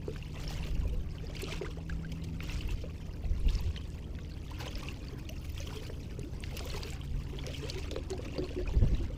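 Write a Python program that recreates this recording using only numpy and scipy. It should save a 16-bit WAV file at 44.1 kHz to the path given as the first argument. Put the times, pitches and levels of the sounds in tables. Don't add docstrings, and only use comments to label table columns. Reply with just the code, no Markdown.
import sys
import numpy as np
from scipy import signal
from scipy.fft import rfft, irfft, next_fast_len
from scipy.io import wavfile

SR = 44100
rng = np.random.default_rng(int(sys.argv[2]) if len(sys.argv) > 2 else 0)


def dump(signal):
    limited = np.clip(np.atleast_2d(signal).T, -1, 1)
    pcm = np.round(limited * 32767).astype(np.int16)
    wavfile.write(sys.argv[1], SR, pcm)


N = 404686
TIME = np.arange(N) / SR

# f/Hz, relative density/dB
MARSH_SPECTRUM = [(15, -28), (25, 2.5), (55, -1), (85, 3), (140, 0.5), (210, -4.5), (300, -8.5), (420, -12),
                  (684, -23), (1000, -31.5), (1570, -38), (2770, -38.5), (3720, -44), (4750, -40.5),
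                  (8810, -51.5), (13000, -51.5), (15500, -57)]
# t/s, f/Hz, level/dB
MIDDLE_MOTOR = [(0, 149, -46.5), (.7, 154, -49.5), (1.1, 159.8, -48), (1.7, 160, -50.5),
                (2.0, 162.7, -43.5), (2.6, 161.5, -52), (4.2, 162.2, -52), (4.7, 150.6, -80)]
LOW_MOTOR = [(4.4, 124.5, -58), (4.9, 128, -50), (5.6, 133.4, -52), (6.6, 133.7, -52.5),
             (7.2, 137.7, -45.5), (7.7, 139.3, -51), (9.2, 136.1, -55)]
HIGH_MOTOR = [(0, 288, -60.5), (2.3, 286, -55), (3.9, 290, -93), (4.6, 293, -54), (6.3, 295, -65),
              (7.5, 277, -54), (9.2, 280, -53.5)]
# f/Hz, width/Hz, level/dB
DRONE_TONES = [(61.4, 3, -48.5), (81.7, 1.5, -47.5), (117.2, 9.3, -62.5)]
# f/Hz, relative density/dB
WIND_SPECTRUM = [(10, -1), (24, 3), (35, 5.5), (50, 4.5), (80, -4), (150, -17.5), (270, -37), (400, -27.5),
                 (900, -63), (4000, -110)]
# crest t/s, level/dB, time to fall by a factor e/s
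WIND_GUSTS = [(.55, -40.5, 0.17), (.85, -32, 0.21), (1.95, -37, 0.045), (2.65, -35.5, 0.17),
              (3.29, -30, 0.053), (3.49, -28, 0.12), (3.677, -27, 0.035), (7.142, -34, 0.055),
              (7.77, -38.5, 0.092), (8.84, -25, 0.2)]
# full push t/s, length/s, build-up/(dB/s), jump as the surface breaks/dB,
# then the drive of spray/dB, churning/dB, mist/dB, gurgle/dB
LEG_PUSHES = [(.47, 0.11, 31.5, 0.5, -50, -54, -66.5, -54), (1.391, 0.16, 51, 2, -48.5, -54, -73.5, -53.5),
              (2.421, .24, 25, 8.5, -51, -58.5, -70.5, -60.5),
              (3.52, 0.22, 90, 0, -53.5, -60.5, -72.5, -69),
              (4.591, 0.31, 39.5, 4.5, -51.5, -55.5, -70, -55.5),
              (5.579, 0.26, 22, 5, -52.5, -60, -65.5, -59), (6.529, 0.4, 40, 2, -51.5, -55.5, -66.5, -56),
              (7.442, .41, 27, 5.5, -51, -54.5, -71.5, -51.5), (8.26, .76, 49, 0.5, -54.5, -56.5, -78, -50)]
# t/s, spray lift/dB, churning lift/dB, length/s
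WATER_SHEETS = [(0.338, 1.5, 8, 0.038), (0.498, 4.5, -4, 0.027), (0.621, 2, 6, 0.027), (1.35, 12, 2, 0.014),
                (1.467, 5, 8, 0.012), (1.521, 6.5, 8, 0.019), (1.611, -1, 17.5, 0.016),
                (1.647, 5.5, 14, 0.016), (1.778, 5, 15, 0.0194), (1.892, 8.5, 4, 0.025),
                (1.924, 8, 0, .012), (2.118, 13, 16, 0.01), (2.239, 11, -13, 0.011), (2.501, 5, 7.5, 0.026),
                (2.68, -2.5, 1.5, .016), (3.769, 6, 7, 0.018), (4.601, 5, 12, 0.03), (4.658, 4, 9, 0.017),
                (5.29, 19, 6, 0.0033), (5.893, -10, 8, 0.0059), (5.703, 1, 12.5, 0.013),
                (6.572, 12, 0, 0.0052), (6.594, -1, 8, 0.027), (6.738, 4, 8.5, 0.044), (7.417, 4, 3, .01),
                (7.539, 3, -20, 0.031), (7.688, 7, 1.5, 0.032), (7.911, 18.5, 11, 0.0074),
                (7.957, 5, 9, .008), (8.108, 14, 16, 0.0098), (8.131, 10, 10, 0.013),
                (8.177, 12.5, -1, 0.0088), (8.38, 11, 8.5, 0.005), (8.583, 4, 10, 0.032),
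                (8.937, 9, 0, 0.0062)]
# f/Hz, relative density/dB
SPLASH_SPECTRUM = [(380, 5), (520, 5), (750, -2.5), (1000, 0.5), (1400, -5.5), (1900, -3.5), (2700, 4.5),
                   (3700, -5), (4700, -7.5), (6200, -10.5), (7800, -16.5), (9200, -8), (11700, -9.5),
                   (14000, -12.5)]
MIST_SPECTRUM = [(8000, -38), (10000, -1.5), (11700, -17), (13000, -0.5), (14800, -2), (15500, -3.5)]
# t/s, peak level/dB, centre f/Hz, decay/s
WATER_SMACKS = [(0.073, -50, 6220, .0012), (0.1496, -50, 2200, 0.0025), (0.1598, -38, 1490, .002),
                (0.163, -47, 7000, 0.00091), (0.167, -40.5, 3280, .002), (.18, -51, 5960, .0015),
                (0.3585, -41, 2380, .002), (.6384, -38, 2670, 0.0081), (1.4404, -34, 4000, 0.0017),
                (1.897, -41, 3020, .003), (2.048, -45, 3000, 0.0013), (2.4041, -32, 2200, .0015),
                (2.495, -36, 2750, 0.0026), (3.49, -39, 3300, .0015), (3.7616, -35, 2650, 0.0026),
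                (3.902, -44.5, 5500, .001), (4.151, -43, 2780, .002), (4.187, -40, 2200, .0025),
                (4.2467, -44, 2570, .002), (4.7544, -37, 3600, .0015), (5.579, -36, 3540, 0.002),
                (5.8985, -42, 1300, .0015), (6.194, -35.5, 5170, 0.0012), (6.4382, -30, 2640, .0013),
                (6.568, -29.5, 4400, .002), (6.5929, -32, 3570, 0.0018), (6.762, -34, 3120, .0015),
                (6.8325, -30, 3970, 0.0014), (7.466, -29, 3530, 0.00086), (7.6992, -31, 4400, 0.0017),
                (7.784, -35, 3500, .0018), (7.9615, -35, 2000, .002), (8.1031, -34, 4600, 0.0043)]
# t/s, relative level/dB, f/Hz, t60/s, upward glide/ratio
AIR_POCKETS = [(0.08, -24, 396, 0.024, 0.45), (.506, -36, 784, 0.021, 0.4), (.603, -44, 740, 0.026, 0.1),
               (.832, -47, 1045, 0.067, 0.2), (.853, -36.5, 506, 0.026, 0.1),
               (0.924, -43.5, 493, 0.15, 0.04), (1.234, -39.5, 454, 0.042, 0.3),
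               (1.43, -30.5, 378, 0.035, .05), (1.298, -38.5, 610, 0.036, 0.3), (1.353, -42, 501, .04, 0.2),
               (1.483, -38.5, 1250, 0.027, 0.1), (1.612, -25, 402, 0.044, 0.36),
               (1.687, -37, 467, 0.058, 0.2), (1.771, -35, 473, 0.05, 0.94), (1.784, -43, 720, .025, 0),
               (2.689, -44, 960, 0.025, 0.06), (2.701, -40, 383, 0.068, 0.1),
               (2.838, -32, 525, 0.057, 0.34), (3.238, -46, 723, 0.051, 0.65), (3.594, -42, 960, .03, 0.1),
               (4.315, -51.5, 1580, 0.051, .05), (4.514, -42.5, 986, 0.072, 0.08),
               (4.607, -41, 580, 0.036, 0.3), (4.671, -43, 1233, 0.023, 0.4),
               (4.829, -41.5, 1154, 0.045, 0), (5.126, -38, 382, 0.049, 0.53),
               (5.295, -43, 650, 0.12, 0.52), (5.601, -41.5, 563, 0.054, 0), (5.672, -44, 425, 0.12, 0.03),
               (5.727, -39, 953, 0.021, 0), (5.748, -42, 433, 0.19, 0.02), (5.818, -40.5, 485, 0.058, 0),
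               (5.897, -35, 422, 0.043, 0), (5.898, -38, 570, 0.021, .1), (6.187, -36, 419, 0.05, 0),
               (6.235, -36, 313, 0.16, 0.5), (6.525, -43.5, 796, 0.035, 0.2), (6.542, -38, 470, 0.038, 0.1),
               (6.61, -40.5, 690, 0.075, 0.04), (6.655, -39, 505, .08, .5), (6.745, -35, 400, 0.073, .1),
               (6.772, -38.5, 860, .03, .1), (6.848, -37, 440, 0.099, 0.17), (6.93, -48, 775, 0.044, 0.1),
               (7.33, -37, 388, 0.12, 0), (7.471, -34, 477, 0.052, 0.64), (7.492, -44, 620, 0.046, 0.2),
               (7.628, -36, 429, 0.1, 0.4), (7.755, -36, 376, 0.15, 0.1), (7.914, -33.5, 500, 0.044, 0.02),
               (7.93, -33, 390, 0.057, 0.05), (7.962, -25, 486, 0.03, 0.23), (8.131, -34, 730, 0.03, 0.17),
               (8.193, -33.5, 495, 0.03, 0.06), (8.26, -36, 332, 0.1, 0.2),
               (8.381, -26.5, 520, 0.044, 0.23), (8.657, -43.5, 1400, 0.052, 0.4),
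               (8.691, -39.5, 910, .03, 0.15), (8.736, -32, 380, 0.045, 0.1), (9.101, -38, 514, 0.063, 0.4)]
# t/s, level/dB, f/Hz, t60/s
BIG_DROPS = [(.225, -41, 2750, 0.015), (.375, -43, 2616, .012), (.4775, -35, 5400, 0.015),
             (.541, -40, 4600, 0.0083), (.6297, -36, 2800, 0.014), (.753, -43, 2800, 0.011),
             (1.269, -42, 4790, 0.0081), (1.3515, -38, 2280, 0.033), (1.3663, -34, 4680, 0.0097),
             (1.3673, -37.5, 3000, 0.01), (1.41, -37, 2440, .012), (1.4404, -33.5, 4100, 0.007),
             (1.519, -39, 2336, 0.014), (1.6637, -37, 1520, 0.018), (1.8966, -33, 1610, 0.017),
             (1.926, -46, 1350, .02), (2.033, -53, 1350, .03), (2.0458, -43.5, 1560, 0.036),
             (2.4041, -33.5, 2360, 0.014), (2.4965, -35, 2680, 0.0098), (2.577, -42, 5168, .009),
             (2.608, -33.5, 2780, 0.0076), (2.611, -41, 4670, .009), (2.689, -38.5, 2650, 0.018),
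             (3.484, -37.5, 2770, 0.013), (3.4903, -32.5, 3550, 0.0065), (3.5533, -35, 5300, 0.0051),
             (3.589, -38, 4613, .009), (3.775, -37, 3030, 0.017), (4.678, -37, 3060, 0.014),
             (4.681, -38, 6270, .007), (4.7547, -36.5, 5160, 0.01), (4.755, -47, 2440, .008),
             (4.8854, -32.5, 2740, 0.015), (5.084, -40.5, 4660, 0.014), (5.292, -34, 2780, 0.0097),
             (5.2955, -40, 5930, .007), (5.579, -40.5, 3240, 0.012), (5.6035, -33.5, 6100, 0.0057),
             (5.628, -40, 2340, 0.011), (5.673, -38, 3120, .012), (5.771, -40, 3230, 0.016),
             (5.851, -42, 4608, .009), (6.702, -30.5, 4200, 0.007), (6.8328, -27, 4550, 0.0056),
             (6.963, -47, 2794, .012), (7.014, -36.5, 2990, 0.0071), (7.388, -33.5, 3310, 0.015),
             (7.438, -39, 2170, 0.0069), (7.545, -36.5, 3140, 0.021), (7.64, -36, 3020, 0.016),
             (7.6995, -27, 4430, 0.0049), (7.962, -39, 1060, 0.0046), (7.962, -38, 3950, .007),
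             (8.13, -37.5, 4230, 0.01), (8.178, -47, 4705, 0.0075), (8.283, -41, 2440, 0.012),
             (8.3817, -32.5, 4640, 0.012), (8.442, -40.5, 4160, .012), (8.49, -42, 2638, 0.018),
             (8.6756, -36.5, 2450, 0.02), (8.947, -39, 3800, 0.009)]
# t/s, relative level/dB, f/Hz
SPRAY_SNAPS = [(1.42, -45, 10900), (1.4208, -44, 13500), (1.4223, -41, 7940), (2.435, -52, 13700),
               (2.476, -55, 13800), (2.677, -55, 13400), (3.4004, -56, 9860), (3.47, -57, 12600),
               (3.608, -49, 13400), (4.592, -53, 13600), (4.783, -53, 14400), (4.928, -55, 13700),
               (5.2955, -47, 13100), (5.5223, -53, 14100), (6.195, -56, 10300), (6.4044, -48, 8400),
               (6.594, -46, 7240), (6.6554, -48, 7710), (6.656, -46, 14100), (6.9045, -43.5, 7460),
               (6.9345, -49, 7540), (7.466, -52, 10400), (7.7, -47, 6550), (8.1036, -44, 7690)]
# crest t/s, relative level/dB, half length/s
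MIC_EDDIES = [(2.652, -28, 0.063), (3.468, -19, 0.063), (8.761, -14, 0.056), (8.833, -9.5, 0.057),
              (8.937, -16, 0.062)]
# t/s, boom level/dB, knock level/dB, pitch/ratio, push length/s
HULL_SLAPS = [(7.972, -42, -51, 0.9, .008), (8.104, -32.5, -33.5, 1, 0.021), (8.381, -31, -27, 0.95, 0.014),
              (8.422, -35, -32, 0.94, .006), (8.564, -32, -35, 0.97, 0.029), (9, -37, -42, 0.92, 0.0079)]
# f/Hz, relative level/dB, t60/s
HULL_MODES = [(208, 3, .06), (261, 2.5, 0.3), (314, 12.5, 0.14), (476, -3, 0.091), (550, -11, .08),
              (760, -21, .079), (1150, -17, .042)]


def gain_of(db):
    return 10 ** (np.asarray(db) / 20)


def unit_rms(x):
    return x / np.sqrt(np.mean(x ** 2) + 1e-20)


def level_at(spectrum, hz):
    f, db = np.transpose(spectrum)
    return np.interp(np.log(hz + 1), np.log(f + 1), db)


def add(mix, s, sound):
    part = mix[max(round(s * SR), 0):][:len(sound)]
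    part += sound[:len(part)]


def band(x, low_hz, high_hz, order=2):
    return signal.sosfilt(signal.butter(order, [low_hz, high_hz], "band", fs=SR, output="sos"), x)


def noise(spectrum):
    size = next_fast_len(N)
    colour = gain_of(level_at(spectrum, np.fft.rfftfreq(size, 1 / SR)))
    return unit_rms(irfft(rfft(rng.standard_normal(size)) * colour, size)[:N])


def wander(per_s):
    knots = rng.standard_normal(4096)
    return unit_rms(np.interp(TIME * per_s, np.arange(len(knots)), knots))


def marsh_air():
    return noise(MARSH_SPECTRUM) * gain_of(-45.5 + wander(per_s=4))


def far_motors():
    out = np.zeros(N)
    for motor, waver_hz in ((MIDDLE_MOTOR, 0.8), (LOW_MOTOR, 1.2), (HIGH_MOTOR, 22)):
        s, hz, db = np.transpose(motor)
        turns = np.cumsum(np.interp(TIME, s, hz) + waver_hz * wander(per_s=30)) / SR
        level = np.interp(TIME, s, gain_of(db), left=0, right=0) * gain_of(1.06 * wander(per_s=6.7))
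        out += level * np.sin(2 * np.pi * turns)
    for hz, width_hz, db in DRONE_TONES:
        turns = np.cumsum(hz + width_hz / 2 * wander(per_s=3 * width_hz)) / SR
        out += gain_of(db + 1.37 * wander(per_s=3)) * np.sin(2 * np.pi * turns)
    return np.sqrt(2) * out


def wind():
    breeze = gain_of(-46.5 + 1.5 * wander(per_s=8.6))
    gusts = sum(gain_of(db) * np.exp(-((TIME - s) / width) ** 2) for s, db, width in WIND_GUSTS)
    return noise(WIND_SPECTRUM) * np.hypot(breeze, gusts)


def water_drive():
    lapping_db = (-64.5, -63.5, -78.5, -67.5)
    steepness = (1, 1, 1, 2.1)
    break_s, sag_db_per_s, settle_db_per_s = 0.012, 4.5, 54
    power = gain_of(lapping_db)[:, None] ** 2
    for s, length, build_db_per_s, jump_db, *levels_db in LEG_PUSHES:
        age = TIME - s
        build_db = build_db_per_s * np.minimum(age, 0) + jump_db * np.clip(age / break_s, -1, 0)
        fade_db = sag_db_per_s * np.clip(age, 0, length) + settle_db_per_s * np.maximum(age - length, 0)
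        push_db = np.array(levels_db)[:, None] + np.outer(steepness, build_db) - fade_db
        power = power + gain_of(push_db) ** 2
    uneven_db = 1.42 * wander(per_s=20)
    spray_db, churn_db, mist_db, gurgle_db = 10 * np.log10(power) + uneven_db
    for s, spray_lift_db, churn_lift_db, length in WATER_SHEETS:
        surge = np.exp(-(TIME[:SR // 10] / length) ** 2)
        add(spray_db, s, spray_lift_db * surge)
        add(mist_db, s, 0.99 * spray_lift_db * surge)
        add(churn_db, s, churn_lift_db * surge)
        add(gurgle_db, s, churn_lift_db * surge)
    return spray_db, churn_db, mist_db, gurgle_db


def ring_bubbles(born, hz, strength, cycles, rise):
    swell_cycles = 2.18
    length = (cycles * SR / hz).astype(int) + 1
    owner = np.repeat(np.arange(len(born)), length)
    age = np.arange(length.sum()) - (np.cumsum(length) - length)[owner]
    spent = age / length[owner]
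    turns = hz[owner] * age / SR * (1 + rise[owner] * spent)
    envelope = np.minimum(turns / swell_cycles, 1) * np.exp(-4.6 * spent)
    ring = (strength / np.sqrt(length))[owner] * envelope * np.sin(2 * np.pi * turns)
    return np.bincount(born[owner] + age, ring, N)[:N]


def swarm(level_db, range_hz, per_s, cycles, rise, spread_db, clump_db, linger):
    low_hz, high_hz = range_hz
    level = gain_of(level_db)
    busy = np.sqrt(unit_rms(level)) * gain_of(clump_db * wander(per_s=70))
    born = np.flatnonzero(rng.random(N) < busy * per_s / SR)
    pitch, life, climb = rng.random((3, len(born)))
    hz = low_hz * (high_hz / low_hz) ** pitch
    vigour = np.minimum(rng.exponential(size=len(born)), np.pi)
    strength = gain_of(level_at(SPLASH_SPECTRUM, hz) + spread_db * vigour) * np.sqrt(hz)
    ring_cycles = cycles * 2 ** (linger * life ** 2 - 1)
    bubbles = ring_bubbles(born, hz, strength, ring_cycles, rise * climb)
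    return unit_rms(bubbles * level ** 0.75) * np.sqrt(np.mean(level ** 2))


def leg_swish(spray_db, churn_db, mist_db, gurgle_db):
    spurt_db = wander(per_s=100)
    gurgle = swarm(gurgle_db, range_hz=(343, 625),
                   per_s=70, cycles=17, rise=0.193, spread_db=3, clump_db=3, linger=2.56)
    churning = swarm(churn_db + 1.2 * spurt_db, range_hz=(689, 2088),
                     per_s=330, cycles=22.8, rise=0.163, spread_db=3, clump_db=4, linger=3.7)
    fine = swarm(spray_db + 2.15 * spurt_db, range_hz=(2052, 4167),
                 per_s=650, cycles=21, rise=0.093, spread_db=4, clump_db=1, linger=4.22)
    finer = swarm(0.73 * spray_db + 0.32 * mist_db + 1.9 * spurt_db, range_hz=(4240, 8330),
                  per_s=1600, cycles=18, rise=0.017, spread_db=4, clump_db=2, linger=4.5)
    crackle = swarm(mist_db, range_hz=(6780, 14600),
                    per_s=650, cycles=15, rise=0.022, spread_db=5, clump_db=4, linger=4.9)
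    fizz = unit_rms(band(noise(SPLASH_SPECTRUM), low_hz=900, high_hz=8060, order=3))
    fizz *= gain_of(spray_db + 2.2 * spurt_db)
    mist = noise([(5000, -65)] + MIST_SPECTRUM)
    mist *= gain_of(mist_db + 5.1 * spurt_db + 2.5 * wander(per_s=400))
    return (gain_of(-1.5) * gurgle + gain_of(-3) * churning + gain_of(-4.5) * (fine + crackle)
            + gain_of(0.3) * finer + gain_of(-10) * fizz + gain_of(-2) * mist)


def smack(hz, decay_s):
    t = np.arange(SR // 30) / SR
    burst = band(rng.standard_normal(len(t)) * np.exp(-t / decay_s), hz / 1.55, hz * 1.55, order=3)
    return burst / abs(burst).max()


def spray_patter(spray_db, per_s=45):
    out = np.zeros(N)
    for when, pitch in rng.random((int(per_s * N / SR), 2)):
        db = spray_db[int(when * N)] + 5 + 2 * min(rng.exponential(), np.pi)
        add(out, when * N / SR, gain_of(db) * smack(hz=1700 * 3.3 ** pitch, decay_s=0.0018))
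    return out


def water_smacks():
    out = np.zeros(N)
    for s, db, hz, decay_s in WATER_SMACKS:
        add(out, s, gain_of(db) * smack(hz, decay_s))
    return out


def bubble(hz, t60, rise, swell_cycles):
    t = np.arange(int(t60 * SR) + 2) / SR
    turns = hz * t * (1 + rise * (t / t60 - 1 / 4))
    onset = 1 - np.exp(-(t * hz / swell_cycles) ** 2)
    ring = np.sin(2 * np.pi * turns) * onset * gain_of(-60 * t / t60)
    return ring / (abs(ring).max() + 1e-9)


def splattered(ring, share, decay_s):
    t = np.arange(SR // 20) / SR
    splatter = rng.standard_normal(len(t)) * np.exp(-t / decay_s)
    tail = signal.fftconvolve(ring, splatter)
    tail *= share * np.linalg.norm(ring) / np.linalg.norm(tail)
    add(tail, 0, ring)
    return tail


def gulps():
    out = np.zeros(N)
    for s, db, hz, t60, glide in AIR_POCKETS:
        pocket = bubble(hz, t60, rise=glide, swell_cycles=0.81)
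        closing = bubble(1.74 * hz, t60=0.0029, rise=0.42, swell_cycles=0.34)
        add(out, s, gain_of(db - 2) * splattered(pocket, share=0.6, decay_s=0.021))
        add(out, s, gain_of(db - 11.5) * closing)
    return out


def drips(per_s=13, low_hz=2230, high_hz=5980, ring_cycles=28):
    when, chance, pitch = rng.random((3, 200))
    hz = low_hz * (high_hz / low_hz) ** pitch
    db = rng.normal(-49, 2, len(hz))
    rows = np.transpose([when * N / SR, db, hz, ring_cycles / hz])
    return list(rows[chance < per_s * N / SR / len(hz)])


def falling_drops():
    out = np.zeros(N)
    for s, db, hz, t60 in list(BIG_DROPS) + drips():
        ring = bubble(hz, t60, rise=0.14, swell_cycles=2)
        click = bubble(hz, t60=5 / hz, rise=0.96, swell_cycles=0.25)
        add(out, s, gain_of(db) * splattered(ring, share=0.5, decay_s=0.0053))
        add(out, s, gain_of(db - 10) * click)
    return out


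def spray_snaps():
    out = np.zeros(N)
    for s, db, hz in SPRAY_SNAPS:
        ring = bubble(hz, t60=0.0028, rise=0.093, swell_cycles=0.68)
        add(out, s, gain_of(db + 10) * splattered(ring, share=0.52, decay_s=0.0027))
    return out


def eddy_thumps(push_hz=42):
    out = np.zeros(N)
    for s, db, half_s in MIC_EDDIES:
        t = np.linspace(-half_s, half_s, int(2 * half_s * SR))
        envelope = np.exp(-12 * (t / half_s) ** 2)
        push = np.cos(2 * np.pi * push_hz * t)
        flutter = unit_rms(band(rng.standard_normal(SR // 2), low_hz=51, high_hz=166))[-len(t):]
        add(out, s - half_s, gain_of(db - 5) * envelope * (push + 0.32 * flutter))
    return out


def kayak_hull():
    cavity_hz, cavity_t60, swell_s = 376.8, 0.18, 0.0019
    out, t = np.zeros(N), np.arange(SR // 3) / SR
    for s, boom_db, knock_db, pitch, push_s in HULL_SLAPS:
        wobble = 1 + 0.032 * wander(per_s=87)[:len(t)]
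        clock = np.cumsum(pitch * wobble) / SR
        envelope = (1 - np.exp(-t / swell_s)) * gain_of(-60 * np.maximum(t - push_s, 0) / cavity_t60)
        boom = envelope * np.sin(2 * np.pi * cavity_hz * clock)
        knock = sum(gain_of(db - 60 * t / t60) * np.sin(2 * np.pi * hz * clock)
                    for hz, db, t60 in HULL_MODES)
        add(out, s, gain_of(boom_db) * boom)
        add(out, s, gain_of(knock_db) * splattered(knock / abs(knock).max(), share=0.86, decay_s=0.0057))
    return out


def scene():
    background = marsh_air() + far_motors() + wind()
    spray_db, churn_db, mist_db, gurgle_db = water_drive()
    wading = leg_swish(spray_db, churn_db, mist_db, gurgle_db) + spray_patter(spray_db)
    plops = water_smacks() + gulps() + falling_drops() + spray_snaps()
    return (background + wading + plops + eddy_thumps() + kayak_hull())[None]


def record(dry):
    low_pass = signal.firwin(511, 15600, window=("kaiser", 9), fs=SR)
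    return signal.oaconvolve(dry, low_pass[None], "same")


dry = scene()
out = record(dry)
dump(out)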